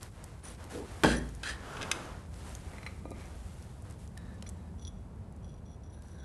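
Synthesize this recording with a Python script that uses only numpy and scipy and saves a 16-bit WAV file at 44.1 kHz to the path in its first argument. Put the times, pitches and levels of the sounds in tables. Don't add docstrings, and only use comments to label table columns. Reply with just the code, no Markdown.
import sys
import numpy as np
from scipy import signal
from scipy.fft import rfft, irfft, next_fast_len
from scipy.io import wavfile

SR = 44100
rng = np.random.default_rng(int(sys.argv[2]) if len(sys.argv) > 2 else 0)


def to_wav(sig):
    pcm = np.clip(np.atleast_2d(sig), -1, 1) * 32767
    pcm = np.round(pcm).astype(np.int16)
    wavfile.write(sys.argv[1], SR, pcm.T)


N = 275250
T = np.arange(N) / SR
RING_T = T[:SR]
TOP_HZ = 12000


def amp(db):
    return 10 ** (np.asarray(db) / 20)

def unit(x):
    return x / np.sqrt(np.mean(x ** 2))

def add(out, start, x):
    i = int(np.clip(start * SR, 0, N - 1))
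    out[i:i + len(x)] += x[:N - i]

def envelope(curve):
    times, db = np.transpose(curve)
    return amp(np.interp(T, times, db)) * (T >= times[0]) * (T <= times[-1])

def swell(start, length, rise_share=0.26):
    progress = np.interp(T, [start, start + length * rise_share, start + length], [0, 1, 0])
    return np.sin(progress * np.pi / 2)

def fade(t60):
    return np.exp(-np.log(1000) * RING_T / t60)

def colour(x, spectrum):
    hz, db = np.transpose(spectrum)
    size = next_fast_len(len(x))
    bins_hz = np.maximum(np.arange(size // 2 + 1) * SR / size, 1)
    gain = amp(np.interp(np.log(bins_hz), np.log(hz), db))
    return unit(irfft(rfft(x, size) * gain, size)[:len(x)])

def burst(spectrum, t60):
    return colour(rng.standard_normal(SR), spectrum) * fade(t60)

def rush(movement, spectrum):
    start, length, db = movement
    return amp(db) * swell(start, length) * colour(rng.standard_normal(N), spectrum)

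def ring(modes):
    return sum((-1) ** k * amp(db) * fade(t60) * np.sin(2 * np.pi * hz * RING_T)
               for k, (hz, db, t60) in enumerate(modes))

def scatter(modes, spread_db):
    return [(hz, db + spread_db * rng.standard_normal(), t60) for hz, db, t60 in modes]

def grains(rate, spread_db):
    sizes = amp(spread_db * np.minimum(rng.exponential(size=N), 4))
    return unit((rng.random(N) < rate / SR) * sizes * rng.standard_normal(N))

def friction(modes):
    return unit(signal.fftconvolve(grains(rate=5900, spread_db=1.5), ring(modes))[:N])

def strike(impacts, response):
    out = np.zeros(N)
    ms = RING_T[:512] * 1000
    for k, (start, db, contact_ms) in enumerate(impacts):
        force = (-1) ** k * ms * np.exp(-2 * np.pi * ms / contact_ms)
        hit = signal.fftconvolve(response(), force)
        add(out, start, amp(db) * hit / np.std(hit[:int(.03 * SR)]))
    return out

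def stick_slip(strokes, modes, click_db, easing=0.42, pivot_hz=5800):
    out = np.zeros(N)
    highpass = signal.butter(2, 2000, "high", fs=SR, output="sos")
    for start, length, db, rate, tilt in strokes:
        response = ring([(hz, level + tilt * np.log2(hz / pivot_hz), t60)
                         for hz, level, t60 in scatter(modes, spread_db=2)])
        response += amp(click_db) * burst(GRIT_SPECTRUM, t60=.004)
        gaps, sizes = rng.lognormal(-.1, .7, (2, 200))
        times = (np.cumsum(gaps) - gaps[0]) / rate
        inside = times < length
        sizes = sizes * np.exp(-easing * times / length)
        slips = np.bincount((times[inside] * SR).astype(int), sizes[inside], SR)
        sound = signal.sosfilt(highpass, signal.fftconvolve(slips, response))
        add(out, start, amp(db) * sound * np.sqrt(length * SR / np.sum(sound ** 2)))
    return out

# (frequency [Hz], level [dB])
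RUMBLE_SPECTRUM = [(22, -34.5), (36, -9), (52, 0.5), (80, 2), (105, -2.5), (140, -8.5), (195, -9),
                   (280, -18.5), (520, -22.5), (950, -27.5), (1600, -38), (3000, -47.5), (12000, -62)]
# (time [s], level [dB])
RUMBLE_CURVE = [(0, -49), (.9, -46.5), (2, -47), (2.4, -43.5), (3.5, -45.5), (4.3, -44), (6.24, -45.5)]
def rumble():
    level_db = np.interp(T, *np.transpose(RUMBLE_CURVE))
    return amp(level_db) * colour(rng.standard_normal(N), RUMBLE_SPECTRUM)

# (time [s], duration [s], hiss level [dB], swish level [dB])
HAND_MOVES = [(0, 0.1, -61, -52), (0.113, 0.36, -71, -55.5), (0.424, 0.16, -57.5, -51.5),
              (0.567, 0.16, -65.5, -51.5), (0.686, 0.15, -54, -48.5), (0.76, 0.64, -63, -51.5),
              (1.343, 0.8, -75, -50), (1.702, 0.6, -64, -45.5), (2.28, 0.55, -61, -57.5),
              (2.43, 0.17, -59.5, -55), (2.597, 0.48, -65.5, -55), (3.131, 0.31, -64, -55),
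              (3.292, 0.63, -65.5, -63), (3.827, 0.16, -70.5, -58.5), (3.978, 0.12, -63.5, -83),
              (4.097, 0.66, -76.5, -65), (5.988, 0.28, -72.5, -80)]
# (time [s], level [dB])
GLOVE_CONTACT = [(0, -67.5), (.5, -72.5), (1.0, -63.5), (2.2, -69.5), (3.5, -68), (4.3, -73), (4.7, -73),
                 (6.24, -81)]
# (time [s], duration [s], level [dB])
GRIP_SHIFT = (0.722, .16, -41)
ARM_SWEEP = (1.59, 0.62, -45)
# (frequency [Hz], level [dB])
HISS_SPECTRUM = [(1500, 5), (3000, -33), (4500, -4), (8000, 5.5), (11000, 3.5), (12000, -4.5)]
RASP_SPECTRUM = [(700, -28.5), (1500, -1.5), (2400, -5.5), (3600, -6.5), (6000, -10), (12000, -18.5)]
SWISH_SPECTRUM = [(100, -2.5), (300, 2), (600, -1), (1000, -2.5), (1500, -7), (2200, -13), (4000, -27),
                  (9000, -44)]
GRIP_SPECTRUM = [(100, -13), (260, -1), (480, 3.5), (650, -13), (900, -9), (1300, -35), (4000, -52)]
ARM_SPECTRUM = [(150, 2), (500, -2), (900, -2.5), (1450, 2), (2000, -15), (3000, -10.5), (3800, -17.5),
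                (6500, -18.5), (12000, -27)]
def rubbing(rasp_db=-3, crinkle_db=-8):
    glove_power = sum((amp(db) * swell(start, length)) ** 2 for start, length, db, _ in HAND_MOVES)
    sleeve_power = sum((amp(db) * swell(start, length)) ** 2 for start, length, _, db in HAND_MOVES)
    glove = np.sqrt(envelope(GLOVE_CONTACT) ** 2 + glove_power)
    sleeve = np.sqrt(sleeve_power)
    texture = grains(rate=9000, spread_db=0.5) + amp(crinkle_db) * grains(rate=76, spread_db=6.5)
    hiss = glove * colour(texture, HISS_SPECTRUM)
    rasp_gain = amp(rasp_db) * np.sqrt(glove * (sleeve + glove))
    rasp = rasp_gain * colour(grains(rate=6500, spread_db=1), RASP_SPECTRUM)
    swish = sleeve * colour(rng.standard_normal(N), SWISH_SPECTRUM)
    return hiss + rasp + swish + rush(GRIP_SHIFT, GRIP_SPECTRUM) + rush(ARM_SWEEP, ARM_SPECTRUM)

# (time [s], peak level [dB], lower band edge [Hz])
SNAP_EVENTS = [(0.0298, -30, 4940), (.2405, -31.5, 5600), (0.548, -46, 2480), (0.6414, -39.5, 6130),
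               (1.0356, -23.5, 3600), (1.2907, -38.5, 6340), (1.35, -38.5, 7000), (1.432, -35, 3020),
               (2.341, -44, 1800), (2.551, -30, 5340), (3.106, -39, 6500), (3.115, -43, 5000),
               (3.256, -43, 5000), (3.625, -40, 4970), (3.909, -39.5, 6840), (4.076, -45, 3700),
               (4.1757, -34.5, 1700), (4.4247, -32, 970), (4.4907, -30.5, 6470), (4.496, -35, 6640),
               (5.3243, -51, 7000), (6.022, -46, 2300)]
def snaps():
    out = np.zeros(N)
    for start, db, edge_hz in SNAP_EVENTS:
        click = burst([(edge_hz / 2, -15), (edge_hz, 0), (9500, 0), (TOP_HZ, -5)], t60=.012)
        add(out, start, amp(db) * click / np.abs(click).max())
    return out

# (time [s], duration [s], level [dB], nominal slip rate [1/s], tilt [dB/octave])
TIP_STROKES = [(.435, .017, -56, 770, 4), (.448, .039, -51, 820, 1), (.497, 0.027, -58.5, 700, 1),
               (1.16, 0.027, -46, 900, -4)]
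# (frequency [Hz], level [dB], T60 [s])
TIP_MODES = [(5930, -8, .018), (9550, 0, .01), (9850, -2, .01)]
# (frequency [Hz], level [dB])
GRIT_SPECTRUM = [(2500, -6), (3500, 17), (6500, 6), (8000, -36), (12000, -47)]
def tip_squeaks():
    return stick_slip(TIP_STROKES, TIP_MODES, click_db=-26)

# (time [s], level [dB], contact time [ms])
COVER_BLOWS = [(1.0355, -23.5, 0.11), (1.0462, -23.5, 0.58), (1.0815, -48.5, 0.33)]
# (frequency [Hz], level [dB], T60 [s])
COVER_MODES = [(164, -9, .45), (240, -10, .4), (264, -6, .35), (306, -17, .28), (388, -1, .2),
               (423, -8, .2), (576, -2, .14), (649, -6, .16), (764, -5, .13), (872, -9, .13),
               (1086, -4, .1), (1260, -11, .1), (1549, -10, .18), (1686, -13, .16), (2385, -16, .14),
               (3273, -15, .11), (3955, -11, .06)]
# (frequency [Hz], level [dB])
WASH_SPECTRUM = [(30, -35), (80, -8), (200, 8), (450, 13), (900, 3), (1600, -13), (2500, -15), (4000, -27),
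                 (12000, -34)]
CRACK_SPECTRUM = [(30, -20), (110, 5), (470, 14), (800, 6.5), (1500, 2.5), (4000, -11), (12000, -22)]
def cover_clunk(wash_db=-3, crack_db=15):
    def response():
        wash = amp(wash_db) * burst(WASH_SPECTRUM, t60=.34)
        crack = amp(crack_db) * burst(CRACK_SPECTRUM, t60=.023)
        return ring(COVER_MODES) + wash + crack
    return strike(COVER_BLOWS, response)

# (frequency [Hz], level [dB], T60 [s])
PLATE_MODES = [(56.6, -28.5, 1.35), (63.3, -36.5, .8), (142.8, -34.5, 0.99), (215.5, -30, 0.54)]
def plate_boom(build_s=0.15):
    out = np.zeros(N)
    add(out, COVER_BLOWS[0][0], ring(PLATE_MODES) * (1 - fade(build_s)))
    return out

# (time [s], hold [s], level [dB], growth over the hold [dB],
# delay of the pitch step [s], relative squeal level [dB])
GRIND_STROKES = [(1.038, 0.1, -31.5, -4.5, .102, -3), (1.4326, 0.071, -42, 5, 0.058, -4.5)]
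# (frequency [Hz], level [dB])
RUST_SPECTRUM = [(300, -4.5), (1200, 2.5), (1700, 15), (2100, 3.5), (3200, -1.5), (3600, -1), (4000, 3.5),
                 (5200, -7), (7000, -2.5), (9600, -1.5), (12000, -18)]
# (frequency [Hz], level [dB], T60 [s])
CONTACT_MODES = [(2420, -3, .025), (2670, -2, .025), (3050, 1, .025), (3280, 1.5, .03), (3930, -1, .03),
                 (4090, -1, .025), (4460, -1, .025), (4800, -5, .03), (5030, -2.5, .03), (5997, -4, .035)]
def grinding(rust_db=-2.5, steel_db=-6, bite_db=7, bite_s=0.0013):
    low_hz, high_hz, glide_s, waver_hz = 1585, 1816, 0.013, 75
    scrape_release_db_per_s, squeal_release_db_per_s = 419, 244.5
    lowpass = signal.butter(2, waver_hz, fs=SR, output="sos")
    out = np.zeros(N)
    for start, hold, db, growth_db, step_s, squeal_db in GRIND_STROKES:
        age = np.maximum(T - start, 0)
        since_release = np.maximum(age - hold, 0)
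        pressure = (T >= start) * amp(db + growth_db * np.minimum(age / hold, 1))
        rust = colour(grains(rate=9000, spread_db=2.5), RUST_SPECTRUM)
        hz = low_hz + (high_hz - low_hz) * (1 + np.tanh((age - step_s) / glide_s)) / 2
        phase = 2 * np.pi * np.cumsum(hz) / SR
        waver = signal.sosfilt(lowpass, rng.standard_normal((2, N)))
        squeal = unit(waver[0] * np.cos(phase) - waver[1] * np.sin(phase))
        scrape = amp(rust_db) * rust + amp(steel_db) * friction(CONTACT_MODES)
        scrape *= amp(bite_db * np.exp(-age / bite_s) - scrape_release_db_per_s * since_release)
        squeal *= amp(squeal_db - squeal_release_db_per_s * since_release)
        out += pressure * (scrape + squeal)
    return out

# (time [s], level [dB], contact time [ms])
BLADE_HITS = [(1.4335, -46, 0.2), (1.769, -50.5, 0.23), (1.8125, -46, 0.36), (1.8195, -47.5, 0.11),
              (1.8278, -44, 0.14), (1.8305, -45, 0.45), (1.9137, -40, .06), (1.9149, -31, 0.032)]
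# (frequency [Hz], level [dB], T60 [s])
BLADE_MODES = [(1604, -1.5, 0.033), (2090, -8, 0.046), (2574, -2, 0.046), (3360, 3, 0.0096),
               (3526, 0, 0.02), (3905, -6.5, 0.012), (4960, -8.5, 0.054), (5530, -2.5, 0.017),
               (6150, 0, 0.021), (6930, -2, 0.011), (7360, -6.5, 0.023), (8220, 0, 0.0081),
               (9900, 0.5, 0.0092), (10570, -8, 0.015), (11250, -10, 0.01383)]
def blade_clinks(crack_db=1, shank_db=-26, shank_t60=.11):
    crack_spectrum = [(200, -0.5), (1500, -2.5), (3100, 8), (4200, 1), (12000, -28)]
    shank = ring([(hz, db, shank_t60) for hz, db, _ in BLADE_MODES])
    steel = ring(BLADE_MODES) + amp(shank_db) * shank
    return strike(BLADE_HITS, lambda: steel + amp(crack_db) * burst(crack_spectrum, t60=.027))

# (time [s], level [dB])
DRAG_CURVE = [(2.55, -75), (2.75, -63), (2.9, -68), (3.02, -77), (3.14, -65), (3.26, -64), (3.36, -93)]
# (frequency [Hz], level [dB], T60 [s])
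STUD_MODES = [(1210, -13, 0.052), (2080, 1.5, 0.019), (2255, -6.5, 0.064), (2363, 1, 0.017),
              (3990, -12.5, 0.09), (4100, -7.5, 0.071), (5600, -11, 0.05), (9150, -3.5, 0.03)]
def stud_drag():
    return envelope(DRAG_CURVE) * friction(STUD_MODES[:4])

# (time [s], level [dB], contact time [ms])
STUD_HITS = [(2.783, -54.5, .3), (2.8305, -55, .25), (2.8642, -45, .15), (2.872, -51, .25),
             (3.208, -61, .3), (4.464, -60, .15)]
def stud_taps(crack_db=-6):
    def response():
        crack = burst([(300, -1), (2000, 3), (3000, -3), (5000, -5), (12000, -8)], t60=.035)
        return ring(scatter(STUD_MODES, spread_db=1.5)) + amp(crack_db) * crack
    return strike(STUD_HITS, response)

# (time [s], level [dB], contact time [ms])
FLANGE_HITS = [(3.0537, -44.5, 0.54), (3.1092, -47, 3.1), (3.116, -47, 0.32), (4.4245, -56.5, 0.13)]
# (frequency [Hz], level [dB], T60 [s])
FLANGE_MODES = [(348, 9, 0.013), (528, 1.5, 0.028), (670, 1, 0.022), (960, -6, 0.032), (1210, -9, 0.092),
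                (2400, -14.5, 0.087), (3930, -12, 0.078)]
def flange_knocks():
    return strike(FLANGE_HITS, lambda: ring(FLANGE_MODES))

# (time [s], duration [s], level [dB])
DRONE_SWELL = (3.96, 1.84, -53)
# (frequency [Hz], level [dB])
DRONE_SPECTRUM = [(100, -37), (150, -11.5), (185, 1.5), (220, -4.5), (300, -22), (1000, -80)]
def drone():
    return rush(DRONE_SWELL, DRONE_SPECTRUM)

# (time [s], level [dB])
SLIDE_CURVES = [
    [(4.17, -57), (4.2, -65), (4.33, -64.5), (4.4, -81), (4.6, -71), (4.7, -75)],
    [(5.85, -89), (5.97, -72), (6.1, -72), (6.24, -61.5)],
]
SLIDE_PITCHES = [1750, 1600]
# (frequency [Hz], level [dB], T60 [s])
SLIDE_UPPER_MODES = [(2200, -1, .02), (3850, 12.5, 0.014)]
def shaft_slides(main_db=20, main_t60=0.021):
    return sum(envelope(curve) * friction([(hz, main_db, main_t60)] + SLIDE_UPPER_MODES)
               for curve, hz in zip(SLIDE_CURVES, SLIDE_PITCHES))

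# (time [s], duration [s], level [dB], nominal slip rate [1/s], tilt [dB/octave])
CREAK_STROKES = [(4.465, .012, -52.5, 1100, 2), (4.783, 0.066, -63.5, 520, -2),
                 (4.8225, .008, -57, 400, -2), (4.8495, 0.018, -52.5, 400, -3),
                 (4.8702, 0.015, -49, 350, -2.5), (5.427, 0.16, -69.5, 830, 2), (5.656, 0.11, -69, 530, -1),
                 (5.835, 0.076, -69.5, 600, 1), (5.92, 0.076, -68, 1000, 12), (6.025, .14, -70, 380, 9),
                 (6.178, 0.12, -66, 550, -1)]
# (frequency [Hz], level [dB], T60 [s])
SHAFT_MODES = [(3390, -5, .04), (4310, -15, .02), (5820, 0, .035), (5950, -2, .018), (6850, -13, .015),
               (10350, -9, .04)]
def shaft_creaks():
    return stick_slip(CREAK_STROKES, SHAFT_MODES, click_db=1.5)

def room(direct, wet_db=-13, t60=0.49, build_s=0.0027):
    tail = burst([(100, 6), (2000, -8), (6000, -12), (12000, -11.5)], t60)
    tail *= 1 - np.exp(-RING_T / build_s)
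    tail /= np.sqrt(np.sum(tail ** 2))
    return direct + amp(wet_db) * signal.fftconvolve(direct, tail)[:N]

def scene():
    impacts = cover_clunk() + blade_clinks() + stud_taps() + flange_knocks() + snaps()
    scrapes = grinding() + shaft_creaks() + tip_squeaks() + stud_drag() + shaft_slides()
    return (room(impacts + scrapes) + plate_boom() + rubbing() + rumble() + drone())[None]

def record(dry):
    return signal.sosfilt(signal.ellip(10, .2, 70, TOP_HZ, fs=SR, output="sos"), dry)


dry = scene()
out = record(dry)
to_wav(out)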